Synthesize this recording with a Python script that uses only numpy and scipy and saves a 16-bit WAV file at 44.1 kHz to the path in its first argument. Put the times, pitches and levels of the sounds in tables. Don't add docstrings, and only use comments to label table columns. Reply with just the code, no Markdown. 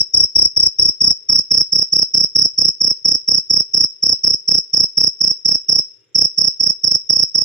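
import sys
import numpy as np
from scipy import signal
from scipy.fft import rfft, irfft, next_fast_len
from scipy.io import wavfile

SR = 44100
rng = np.random.default_rng(int(sys.argv[2]) if len(sys.argv) > 2 else 0)


def linear_from_db(decibels):
    return 10 ** (np.asarray(decibels, float) / 20)


def wav_record(signal):
    frames = np.transpose(np.atleast_2d(signal))
    bounded = np.clip(frames, -1, 1)
    quanta = np.round(bounded * 32767).astype(np.int16)
    wavfile.write(sys.argv[1], SR, quanta)


N = 328104
LEAD_S = .12

# share_done, pitch_hz
STROKE_GLIDE = [(0, 5800), (.08, 5698), (.32, 5561), (.66, 5378), (.89, 5282), (1, 5154)]


def cricket():
    rise_share, rise_bend, fall_share, onset_share = .84, .82, .11, .048
    wing_second_db, scrape_db = -42.5, -34
    wing_low_hz = 4800
    song = np.zeros(N + int(LEAD_S * SR))
    rows = strokes()
    chance = rng.random((len(rows), 2))
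    scrape = shaped((len(song),), lambda hz: 1 / (1 + ((hz - 5500) / 342.0) ** 2))
    for (end_s, level_db, length_ms), (start_turn, tune) in zip(rows, chance):
        done = np.arange(0, 1, 1000 / (length_ms * SR))
        pitch_hz = np.interp(done, *np.transpose(STROKE_GLIDE)) * (1 + 0.0034 * (tune - .5))
        phase = 2 * np.pi * (np.cumsum(pitch_hz) / SR + start_turn)

        rise = np.minimum(done / rise_share, 1) ** rise_bend
        fall = np.sin(np.pi / 2 * np.minimum((1 - done) / fall_share, 1)) ** 2
        onset = np.sin(np.pi / 2 * np.minimum(done / onset_share, 1)) ** 2
        swell = rise * fall * onset

        start = int((end_s + LEAD_S) * SR) - len(done)
        place = slice(start, start + len(done))
        wing = np.sin(phase) + linear_from_db(wing_second_db) * np.sin(2 * phase)
        song[place] += linear_from_db(level_db) * swell * (wing + linear_from_db(scrape_db) * scrape[place])
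    highpass = signal.cheby1(4, .3, wing_low_hz, "high", fs=SR, output="sos")
    return signal.sosfilt(highpass, song)


# first_stroke_end_s, last_stroke_end_s, level_db,
# third_stroke_delay_ms (below zero: it comes early)
CHIRP_TIMES = [(-0.0795, 0.015, -1.5, 0), (0.15, 0.243, -0.22, -1), (0.366, 0.4595, 0.13, 0),
               (0.5774, 0.6712, -1.16, 0), (0.8007, 0.8943, -1.16, -1), (1.0201, 1.113, -0.4, 0.5),
               (1.3028, 1.3944, 0.2, 0), (1.5209, 1.615, 0.5, 0), (1.7338, 1.8264, -0.4, 0.5),
               (1.9362, 2.0295, -0.26, -2), (2.1512, 2.2446, 0.06, 0.5), (2.3649, 2.4581, 0.05, -1),
               (2.591, 2.6894, 0.54, 2.5), (2.8188, 2.912, -0.86, -0.5), (3.0607, 3.155, -0.46, 1.5),
               (3.291, 3.3845, 0.03, 0), (3.5117, 3.6067, 0.3, 0), (3.7492, 3.846, -0.1, 1.5),
               (4.0387, 4.131, -0.5, 0), (4.2483, 4.3436, -0.1, -1), (4.4911, 4.5863, -0.65, 0),
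               (4.746, 4.842, 0.3, 1), (4.9842, 5.0774, 0.65, -1.5), (5.218, 5.3129, -0.33, 1),
               (5.462, 5.5558, -0.5, 0.5), (5.6993, 5.7939, 0.5, 2), (6.1617, 6.2552, 1.5, -0.5),
               (6.3898, 6.483, 0.5, 1), (6.6115, 6.7057, -0.1, 1.5), (6.8484, 6.956, 0.37, 7),
               (7.1067, 7.2353, 0.47, 0), (7.359, 7.4205, -0.7, 0.5)]


def strokes():
    pace_s, slowing = .032, .025
    stroke_ms, longer_ms, weaker_db = 17.3, .35, 0.09
    scatter_ms, scatter_db = .4, 0.63
    rows = []
    for first_s, last_s, level_db, delay_ms in CHIRP_TIMES:
        k = np.arange(round((last_s - first_s) / pace_s) + 1)
        delay_s = (k >= 2) * delay_ms / 1000
        pace = k * (1 + slowing * k)
        ends = first_s + delay_s + (last_s - first_s - delay_s[-1]) * pace / pace[-1]
        rows += zip(ends, level_db - weaker_db * k, stroke_ms + longer_ms * k)
    scatter = rng.standard_normal((len(rows), 3)) * [0, scatter_db, scatter_ms]
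    return np.array(rows) + scatter


# time_s, share_of_turn_done, left_microphone_level_db
HAND_TURN = [(.55, 0, -1), (.951, 0.17, 0), (1.5, 0.99, 0.5), (3.9, 0.94, .8), (5.1, 1, 0),
             (6.5, 0.99, -1.7)]


def near_paths(song, paths):
    fine = signal.resample_poly(song, 4, 1)
    n = np.arange(N)
    turn = np.interp(n / SR, *np.transpose(HAND_TURN)[:2])
    heard = 0
    for before_ms, after_ms, before_db, after_db in paths:
        delay_s = (before_ms + turn * (after_ms - before_ms)) / 1000
        gain = linear_from_db(before_db + turn * (after_db - before_db))
        place = n + SR * (LEAD_S - delay_s)
        heard = heard + gain * np.interp(4 * place, np.arange(len(fine)), fine)
    return heard


# delay_before_turn_ms, delay_after_turn_ms, gain_before_db, gain_after_db
LEFT_PATHS = [(1.152, 1.113, -11.9, -14.3), (2.367, 2.403, 0.9, -9.2), (3.803, 3.806, -10.4, -6.8),
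              (4.923, 4.999, -13.2, -8.8), (6.812, 6.806, -14.8, -14), (8.005, 8.055, -16.0, -16),
              (11.882, 11.879, -17.3, -18.6), (13.978, 14.005, -24.4, -17.6),
              (18.457, 18.463, -11.1, -13.2)]
RIGHT_PATHS = [(0.744, 0.767, -14.4, -18.7), (2.05, 2.049, -2.2, -1.3), (3.217, 3.218, -2.6, -3.6),
               (4.231, 4.23, -4.4, -5.5), (5.924, 5.999, -27.2, -17), (6.973, 6.997, -15.3, -16.1),
               (9.745, 9.748, -21.0, -19.8), (13.39, 13.416, -20.8, -20), (17.381, 17.387, -18.8, -22.1)]


def near_sound(song):
    left_db = np.interp(np.arange(N) / SR, *np.transpose(HAND_TURN)[::2])
    left = linear_from_db(left_db) * near_paths(song, LEFT_PATHS)
    return np.array([left, near_paths(song, RIGHT_PATHS)])


# start_s, time_to_fall_60_db_s, left_db, right_db
YARD_ECHOES = [(0.017, 0.114, -17, -15), (0.032, 0.37, -19.5, -22.5)]


def yard(song):
    t = np.arange(SR // 2) / SR
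    tail = 0
    for start_s, t60_s, *level_db in YARD_ECHOES:
        fade = np.clip((t - start_s) / 0.0059, 0, 1) * linear_from_db(-60 * t / t60_s)
        fade = fade / np.sqrt(np.sum(fade ** 2))
        tail = tail + linear_from_db(level_db)[:, None] * rng.standard_normal((2, len(t))) * fade
    return signal.fftconvolve(song[None], tail, axes=1)[:, int(LEAD_S * SR):][:, :N]


# pitch_hz, relative_level_db
AIR_COLOUR = [(24, -61), (40, -33.5), (112, 3.5), (249, -22), (315, -4.5), (474, -2), (687, -24),
              (2000, -16.5), (3000, -17.5), (3740, -16), (4300, -36), (9000, -58.5), (20000, -73.5)]
# pitch_hz, width_hz, level_before_throb_db, throbs_per_s
FAINT_TONES = [(7100, 150, -80, 25), (5500, 500, -76, 0), (393, 8, -73, 0), (463, 8, -75, 0)]
# time_s, level_db
FAR_INSECT = [(0, -89), (5.45, -89), (5.65, -78), (5.95, -78), (6.5, -85), (7.44, -89)]


def night():
    air_db, insect_hz = -68.5, 2832
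    t = np.arange(N) / SR
    hz_points, db_points = np.transpose(AIR_COLOUR)
    air = shaped((3, N), lambda hz: linear_from_db(np.interp(np.log(hz), np.log(hz_points), db_points)))
    sound = linear_from_db(air_db) * (air[:2] + air[2])

    for centre_hz, width_hz, level_db, rate in FAINT_TONES:
        throb = 1 + np.sin(2 * np.pi * rate * t)
        tone = shaped((2, N), lambda hz: np.exp(-((hz - centre_hz) / width_hz) ** 2))
        sound = sound + linear_from_db(level_db) * throb * tone

    insect = shaped((2, N), lambda hz: np.exp(-((hz - insect_hz) / 15.) ** 2))
    return sound + linear_from_db(np.interp(t, *np.transpose(FAR_INSECT))) * insect


def shaped(shape, gain_at):
    hz = np.fft.rfftfreq(shape[-1], 1 / SR) + 1
    noise = irfft(rfft(rng.standard_normal(shape)) * gain_at(hz), shape[-1])
    return noise / np.sqrt(np.mean(noise ** 2))


def scene():
    song = cricket()
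    return near_sound(song) + yard(song) + night()


MEMBRANE_BEND = [(0, -0.0076, 0.00012, 0.000027), (.2, -0.014, 0.00061, 0.0011),
                 (0.349, -0.054, 0.0093, 0.0014), (0.502, -0.13, 0.026, 0.0018),
                 (0.571, -0.05, 0.023, 0.0022), (.9, 0.095, 0.05, 0.0046)]
# left_db, right_db
THIRD_OVERTONE = (-52, -30.5)


def membranes(dry):
    z = signal.hilbert(dry, next_fast_len(N))[:, :N]
    z = z / (1 + (np.abs(z) / .9) ** 8) ** (1 / 8)
    size = np.abs(z) + 1e-9
    swing, *columns = np.transpose(MEMBRANE_BEND)
    rest, second, rasp = (np.interp(size, swing, c) for c in columns)
    thump = signal.sosfilt(signal.butter(2, 1300, fs=SR, output="sos"), rest)

    patchy = linear_from_db(3.5 * shaped((2, N), lambda hz: np.exp(-(hz / 25) ** 2)))
    rasp = rasp * patchy * shaped((2, N), lambda hz: 1 / (1 + (hz / 4600.0) ** 4))

    second_tone = second * (z / size) ** 2
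    third_tone = linear_from_db(THIRD_OVERTONE)[:, None] * z ** 3
    overtones = (second_tone + third_tone).real
    return z.real + thump + rasp + overtones


def roll_off(x):
    return signal.sosfilt(signal.butter(12, 19030, fs=SR, output="sos"), x)


def record(dry):
    low_hz, top_hz = 80, 15650
    sound = membranes(dry)
    sound = signal.sosfilt(signal.butter(4, low_hz, "high", fs=SR, output="sos"), sound)
    sound = signal.sosfilt(signal.ellip(8, .2, 70, top_hz, fs=SR, output="sos"), sound)
    return roll_off(sound)


dry = scene()
out = record(dry)
wav_record(out)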